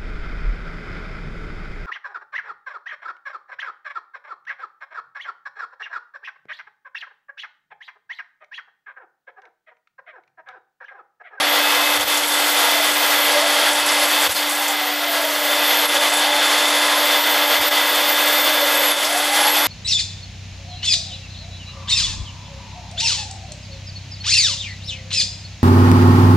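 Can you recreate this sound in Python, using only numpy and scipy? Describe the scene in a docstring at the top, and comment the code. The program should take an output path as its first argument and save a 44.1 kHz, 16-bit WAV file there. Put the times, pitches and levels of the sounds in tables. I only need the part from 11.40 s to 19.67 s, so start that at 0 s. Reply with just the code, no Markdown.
"""An upright vacuum cleaner works over shredded paper in a carpeted bedroom.
From the start its motor hums and whines over a rush of air. With each push of the wand the flexing
hose howls downward and the nozzle whistles high; on the pull the howl climbs back. Shreds patter and
tick up the tube, and now and then exhaust gusts hit the nearby phone and make its limiter duck.
The machine drops back for a second near 3 s; a fourth push is just beginning at the end."""
import sys
import numpy as np
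from scipy import signal
from scipy.fft import rfft, irfft
from scipy.io import wavfile
from scipy.ndimage import uniform_filter1d, map_coordinates

SR = 44100
rng = np.random.default_rng(int(sys.argv[2]) if len(sys.argv) > 2 else 0)


def wav_out(sig):
    """Save sig, one row per channel (or a flat mono array), as 16-bit PCM at SR to the path in sys.argv[1]."""
    wavfile.write(sys.argv[1], SR, np.round(np.clip(np.atleast_2d(sig).T, -1, 1) * 32767).astype(np.int16))


N = 364707
TIME = np.arange(N) / SR
FREQ = np.fft.rfftfreq(N, 1 / SR)

WHISTLE_REST_HZ = 10950  # nozzle lifted off the carpet
SHREDS_DB = -33.5  # patter at the average pickup of paper


def motor(hum_db, rush_db, shaft_hz=294.5, wander=0.00035, hum_flutter_db=.5, line_flutter_db=1.76):
    """The shaft's imbalance hums; its multiples drone and whine in the airflow; the housing rings."""
    # narrow rings of the housing: pitch_hz, width_hz, level_db (against the rush)
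    housing_rings = [(818, 12, -24), (949, 16, -18.5), (1660, 8, -20.5), (1717, 8, -25), (3390, 29, -33),
                     (3640, 7, -21)]
    # the motor's drone: shaft_multiple, level_db (against the rush)
    drone_lines = [(3, -17.5), (7, -16.5)]
    # the hum's octave: shaft_multiple, trim_db
    octave_lines = [(2, 1.5)]
    # fader ride on that octave: time_s, level_db
    octave_ride = [(0.0, -32.5), (1.43, -42), (1.98, -28), (3.31, -43), (4.14, -33.5), (7.28, -32),
                   (8.25, -38.5), (8.27, -44)]
    # the fan's whine: shaft_multiple, trim_db
    whine_lines = [(12, -1.5)]
    # fader ride on that whine: time_s, level_db
    whine_ride = [(0.0, -31), (0.32, -26), (0.69, -31), (0.71, -29), (0.87, -34), (0.94, -28), (2.19, -37),
                  (2.85, -31), (2.88, -34), (3.94, -44), (4.17, -27), (5.04, -23.5), (5.99, -27.5),
                  (7.51, -23), (7.56, -29.5), (8.27, -27)]
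    sag_hz = 1.105 * swell(0.099, 1.398)  # the motor starts out a little slow
    shaft = phase_of(shaft_hz * (1 + wander * drift(9)) - sag_hz)

    def lines(table):
        """Multiples of the shaft rate, each with its own flutter."""
        return sum(unit(np.sin(k * shaft) * undb(line_flutter_db * drift(22))) * undb(db)
                   for k, db in table)

    hum = unit(np.sin(shaft)) * undb(hum_db + hum_flutter_db * drift(16))
    rings = sum(air_tone(hz, width_hz) * undb(db) for hz, width_hz, db in housing_rings)
    octave = lines(octave_lines) * undb(ride(octave_ride))
    drone = (lines(drone_lines) + rings) * undb(rush_db)
    whine = lines(whine_lines) * undb(ride(whine_ride))
    return hum + octave + drone + whine


def airflow(rush_db, hiss_db, surge_db=0.94, hiss_surge_db=0.9):
    """The fan's broad rush through the ducts and the nozzle's hiss, both surging with turbulence."""
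    # tone of the air through fan and exhaust: frequency_hz, level_db
    rush_eq = [(30, -52), (135, -33.5), (210, -24.5), (300, -8.5), (445, -8.5), (490, -1), (900, 3),
               (1500, -0.5), (2750, -3.5), (3550, -1), (3950, -6.5), (4400, -2), (5500, -9.5),
               (12000, -24.5)]
    # cavities of dust cup and ducts: centre_hz, width_hz, lift_db
    cavities = [(492, 14, 5), (997, 81, -7.5), (1027, 31, 7.5), (1390, 58, 3), (1610, 79, -1.5),
                (1646, 53, 7), (1720, 29, -2), (2016, 140, 7.5), (3300, 690, 4.5)]
    # tone of the air torn at the nozzle's lip: frequency_hz, level_db
    hiss_eq = [(1500, -32), (4000, 0.5), (6500, 3), (7300, 0), (8400, 3), (9250, -6), (10200, 7),
               (11500, 4), (12600, -1), (14000, 2.5)]
    rush = colour(noise(), rush_eq, cavities) * undb(rush_db)
    hiss = colour(noise(), hiss_eq) * undb(hiss_db - hiss_surge_db * drift(30))
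    return (rush + hiss) * undb(surge_db * drift(25))


def lulls(drop_s=.018, recover_s=.22, hum_share=0.29):
    """Level changes (dB) of rush and hum: a quick drop, a low spell, a slower recovery."""
    # the hum takes an extra dip as each lull begins: start_s, end_s, rush_change_db, dip_db, dip_s
    low_spells = [(0.565, 0.824, -1.5, -3, 0.14), (2.87, 4.0, -4.5, -12, .12), (7.52, 7.852, -2.5, -8, .17)]
    lull_db = hum_dip_db = 0
    for start, end, change_db, dip_db, dip_s in low_spells:
        lull_db += change_db * (ramp(start, drop_s) - ramp(end, recover_s))
        hum_dip_db += dip_db * swell(start + dip_s / 2, dip_s)
    return lull_db, hum_dip_db + hum_share * lull_db


def wand_strokes(press_s=.13, lift_db=6, lift_swell_s=0.25, spring_s=.55, pull_db=(-46, -32)):
    """Howl Hz, whistle Hz and dB: a push bends the hose and presses the nozzle; a pull frees both."""
    # forward pushes: start_s, end_s, howl_from_hz, howl_to_hz, whistle_top_hz, whistle_db, lift_s
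    pushes = [(0.03, 1.905, 1234, 510, 13970, -30, .08), (2.62, 4.5, 1020, 506.7, 13980, -29.5, 0.19),
              (5.56, 7.53, 1028, 523, 13970, -27, 0.17), (8.0, 8.9, 843, 889, 11800, -22.5, .1)]
    controls = np.zeros((3, N))
    for push, following in zip(pushes, pushes[1:] + [None]):
        start, end, from_hz, to_hz, top_hz, push_db, lift_s = push
        left_s = np.maximum(end - TIME, 0)
        pressed = ramp(start, press_s) * (1 - np.exp(-left_s / lift_s))
        howl_hz = from_hz * (to_hz / from_hz) ** ramp(start, end - start)
        whistle_hz = WHISTLE_REST_HZ + (top_hz - WHISTLE_REST_HZ) * pressed
        whistle_db = push_db + lift_db * np.exp(-left_s / lift_swell_s)  # grows as the nozzle lifts
        begun = (TIME >= start) | (push is pushes[0])
        controls = np.where(begun, [howl_hz, whistle_hz, whistle_db], controls)
        if following:  # pull back while the hose springs to the next push's pitch
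            pull_s, next_hz = following[0] - end, following[2]
            pulled = ramp(end, pull_s)
            sprung = np.expm1(-pulled * pull_s / spring_s) / np.expm1(-pull_s / spring_s)
            howl_hz = to_hz + (next_hz - to_hz) * sprung
            whistle_hz = np.full(N, WHISTLE_REST_HZ)
            whistle_db = np.interp(pulled, [0, 1], pull_db)
            controls = np.where(TIME >= end, [howl_hz, whistle_hz, whistle_db], controls)
    return uniform_filter1d(controls, size=SR // 40)


def hose(hz, rush_db, breath_db=-6.5, octave_db=-10):
    """Air howls over the hose's ribs: a hollow pitch and its octave, breathier in a harder rush."""
    # spells in which the howl catches: middle_s, length_s, level_db
    spells = [(.33, .35, -32), (1.35, .6, -30.5), (1.977, .3, -25), (2.35, .6, -29.5), (3.253, 0.57, -31),
              (3.85, 1.0, -27.5), (4.66, 0.43, -27), (4.95, 0.35, -27), (5.52, .3, -27.5),
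              (6.003, 0.29, -25.5), (7.27, .65, -26), (7.72, .36, -29.5), (8.02, .42, -25)]
    breath = air_tone(hz, width_hz=220) * undb(breath_db + rush_db - rush_db.mean())
    howl = unit(air_tone(hz, width_hz=34) + breath)
    octave = air_tone(2 * hz, width_hz=70) * undb(octave_db)
    envelope = sum(undb(db) * swell(s, length) for s, length, db in spells)
    return bedroom((howl + octave) * envelope, wet_db=-7)


def nozzle(hz, db, shreds_db, waver_hz=40, pressed_waver=0.033, jolt=0.16, quench=0.29,
           flutter_db=1.5, breath_db=-7):
    """The gap to the carpet whistles, thin and breathy; passing shreds jolt its pitch and weaken it."""
    # the whistle sags as the nozzle rides over paper: middle_s, length_s, change_hz, change_db
    bumps = [(.47, 0.3, -1400, 0), (.9, .4, -1500, -3), (3.85, 0.196, -450, -2), (6.103, 0.34, -950, 1),
             (7.015, 0.48, -380, 0)]
    spread_hz = waver_hz + pressed_waver * (hz - WHISTLE_REST_HZ)
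    for s, length, change_hz, change_db in bumps:
        bump = swell(s, length)
        hz, db = hz + change_hz * bump, db + change_db * bump
    busy_db = shreds_db - SHREDS_DB
    hz = hz + spread_hz * undb(jolt * busy_db) * (drift(25) + drift(110))
    whistle = unit(air_tone(hz, width_hz=280) + undb(breath_db) * air_tone(hz, width_hz=860))
    level_db = db - quench * np.maximum(busy_db, 0) + flutter_db * drift(25)
    return bedroom(whistle * undb(level_db), wet_db=-15)


def pickup():
    """How much paper the nozzle takes up, in dB around its average."""
    # rise and fall of the intake: time_s, level_db
    intake = [(0.0, -35), (0.34, -31), (0.97, -27), (2.07, -29.5), (2.74, -27.5), (3.09, -30), (3.11, -29),
              (3.43, -37), (4.77, -27), (4.88, -32), (5.27, -29.5), (6.1, -32), (8.08, -28), (8.27, -28.5)]
    # a wad briefly stops the nozzle, then shoots through: middle_s, length_s, change_db
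    wad = [(3.055, 0.058, -7), (3.113, 0.037, -1)]
    pickup_db = ride(intake) + sum(db * swell(s, length) for s, length, db in wad)
    return pickup_db - pickup_db.mean()


def paper(shreds_db, per_second=350, size_spread_db=4, shred_s=0.00084, scrap_s=0.007, scrap_width=0.3):
    """Small shreds patter in the plastic tube; larger scraps give single short ticks."""
    # larger scraps striking the tube: start_s, dry_peak_db, ring_hz
    scraps = [(.719, -18, 10300), (.773, -9, 6900), (.874, -10, 10400), (0.883, -5, 11200),
              (2.331, -6, 8140), (2.489, -12, 5180), (2.654, -17, 7500), (3.096, -10, 8380),
              (3.281, -12, 7480), (4.697, -9, 7000), (7.649, -9, 5100)]
    tube_eq = [(1000, -14.5), (4500, -17), (8000, 4), (9300, -3), (10800, 2), (14000, -19)]
    t = TIME[:2048]
    sizes = undb(size_spread_db * np.minimum(rng.exponential(size=N), 4))
    hits = (rng.random(N) < per_second / SR) * sizes
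    patter = noise() * signal.fftconvolve(hits, np.exp(-t / shred_s))[:N]
    ticks = colour(patter, tube_eq) * undb(shreds_db)
    for s, db, hz in scraps:
        tube = signal.iirpeak(hz, 1 / scrap_width, fs=SR)
        tick = signal.lfilter(*tube, rng.standard_normal(len(t)) * np.exp(-t / scrap_s))
        start = int(s * SR)
        ticks[start:start + len(t)] += tick * undb(db) / np.abs(tick).max()
    return bedroom(ticks, wet_db=0)


def scuffs(width_hz=1300):
    """Brief bands of hiss as the nozzle drags over carpet and paper."""
    # drags over the pile: middle_s, length_s, centre_hz, level_db
    drags = [(1.043, 0.4, 8100, -34), (2.496, 0.048, 5240, -26), (2.598, 0.1, 5360, -34),
             (2.976, 0.1, 4500, -26), (4.55, 0.091, 5230, -33), (5.252, 0.98, 7020, -35),
             (7.64, 0.07, 5200, -32)]
    return sum(air_tone(hz, width_hz) * swell(s, length) * undb(db) for s, length, hz, db in drags)


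def singing(rush_db, pitch_hz=2588, below_rush_db=18.5, swell_db=8, wander=0.00072, flutter_db=2.0):
    """A thin, wavering tone beside the shaft's multiples that swells once, early on."""
    phase = phase_of(pitch_hz * (1 + wander * drift(12)))
    tone = unit(np.sin(phase) * undb(flutter_db * drift(14)))
    return tone * undb(rush_db - below_rush_db + swell_db * swell(0.38, 0.6))


def exhaust(lull_db, calm_db=-34, stir_db=-28, stir_s=.45):
    """A draught rumbles on the microphone; each gust is a subsonic swell with a low flutter on top."""
    # gusts on the microphone: middle_s, length_s, pressure_db, flutter_db (against the pressure)
    gusts = [(0.588, .028, -1.5, -20), (0.654, 0.06, 2, -22), (0.814, 0.12, -5.5, -28),
             (0.883, 0.069, -4, -42), (1.542, .06, -5, -55), (2.34, 0.045, -3.5, -31),
             (2.455, 0.11, -6.5, -24), (2.883, 0.035, 0.5, -15), (2.942, 0.044, -1.5, -23),
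             (4.477, 0.042, -1.5, -55), (4.593, 0.051, -4, -57), (4.706, 0.052, -2, -29),
             (5.845, 0.14, -6.5, -55), (6.198, 0.03, -3.5, -14), (6.302, 0.036, 0, -30),
             (6.668, 0.073, -7, -55), (7.031, 0.081, -8.5, -51.5), (7.547, 0.074, -5, -37),
             (7.682, 0.071, -4.5, -32), (7.83, 0.032, -11, -21)]
    rumble_eq = [(10, -10), (25, 13), (50, -4), (100, -43), (200, -63), (1000, -90)]
    flutter_eq = [(20, -9), (55, 15.5), (110, -18), (200, -16), (500, -45), (3000, -55)]
    stir_power = sum((undb(db + stir_db) * swell(s, stir_s)) ** 2 for s, _, db, _ in gusts)
    draught = np.sqrt(undb(calm_db + lull_db) ** 2 + stir_power)
    wind = colour(noise(), rumble_eq) * draught
    flutter = colour(noise(), flutter_eq)
    for s, length, db, flutter_db in gusts:
        wind += undb(db) * swell(s, length) * (1 + undb(flutter_db) * flutter)
    return wind


def bedroom(x, wet_db, t60_s=0.15):
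    """Direct sound plus the short, dense tail of a small furnished room."""
    t = TIME[:SR // 4]
    tail = rng.standard_normal(len(t)) * undb(-60 * t / t60_s) * (t > .003)
    echo = signal.fftconvolve(x, tail / np.linalg.norm(tail))[:N]
    return (x + undb(wet_db) * echo) / np.hypot(1, undb(wet_db))


def air_tone(hz, width_hz):
    """A resonance blown by turbulence: a band of noise around a pitch; rms 1."""
    phase = phase_of(hz)
    return drift(width_hz) * np.cos(phase) + drift(width_hz) * np.sin(phase)


def colour(x, eq, peaks=()):
    """Shape a sound by an EQ curve (frequency_hz, level_db) and bell resonances; rms 1."""
    hz, db = np.transpose(eq)
    shape_db = np.interp(np.log(FREQ + 1), np.log(hz), db)
    for centre_hz, width_hz, lift_db in peaks:
        shape_db += lift_db / (1 + (2 * (FREQ - centre_hz) / width_hz) ** 2)
    return unit(irfft(rfft(x) * undb(shape_db), N))


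def noise():
    """White noise."""
    return rng.standard_normal(N)


def drift(rate):
    """Smooth random motion with `rate` new values a second; rms 1."""
    steps = rng.standard_normal(N // 16)
    return unit(map_coordinates(steps, [TIME * rate], order=2, mode="wrap"))


def phase_of(hz):
    """Phase of a steady or moving pitch."""
    return 2 * np.pi * np.cumsum(hz * np.ones(N)) / SR


def swell(middle_s, length_s):
    """A smooth rise and fall, top 1."""
    return np.exp(-2 * np.minimum(2 * (TIME - middle_s) / length_s, 5) ** 2)


def ramp(start_s, length_s):
    """A straight rise from 0 to 1, then held."""
    return np.clip((TIME - start_s) / length_s, 0, 1)


def ride(points):
    """A fader ride: straight lines through (time_s, level_db) points."""
    return np.interp(TIME, *np.transpose(points))


def undb(db):
    """Decibels to gain."""
    return 10 ** (np.asarray(db) / 20)


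def unit(x):
    """Scale to rms 1."""
    return x / np.sqrt(np.mean(x ** 2))


def scene():
    """Machine, wand, paper and exhaust as they reach one microphone."""
    lull_db, hum_change_db = lulls()
    rush_db, hum_db = -17.5 + lull_db, -35 + hum_change_db
    pickup_db = pickup()
    hiss_db = -25.5 + 0.82 * pickup_db
    shreds_db = SHREDS_DB + 1.52 * pickup_db  # the patter grows faster than the hiss
    howl_hz, whistle_hz, whistle_db = wand_strokes()
    machine = motor(hum_db, rush_db) + singing(rush_db) + airflow(rush_db, hiss_db)
    wand = hose(howl_hz, rush_db) + nozzle(whistle_hz, whistle_db + .7 * lull_db, shreds_db) + scuffs()
    mono = machine + wand + paper(shreds_db) + exhaust(lull_db)
    return np.array([mono, mono])


def record(dry, knee=0.56, follow_s=0.0053, low_cut_hz=105, ceiling=.66, top_hz=14200):
    """The phone's limiter ducks under the gusts; then deep bass is cut, peaks rounded, the top cut."""
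    power = uniform_filter1d(dry ** 2, int(follow_s * SR), axis=-1)
    limited = dry / np.sqrt(1 + power / knee ** 2)
    wind_cut = signal.butter(4, low_cut_hz, "high", fs=SR, output="sos")
    thinned = signal.sosfilt(wind_cut, limited)
    rounded = thinned / (1 + (thinned / ceiling) ** 8) ** (1 / 8)
    top_cut = signal.ellip(12, .2, 80, top_hz, fs=SR, output="sos")
    return signal.sosfilt(top_cut, rounded)


dry = scene()
out = record(dry)
wav_out(out)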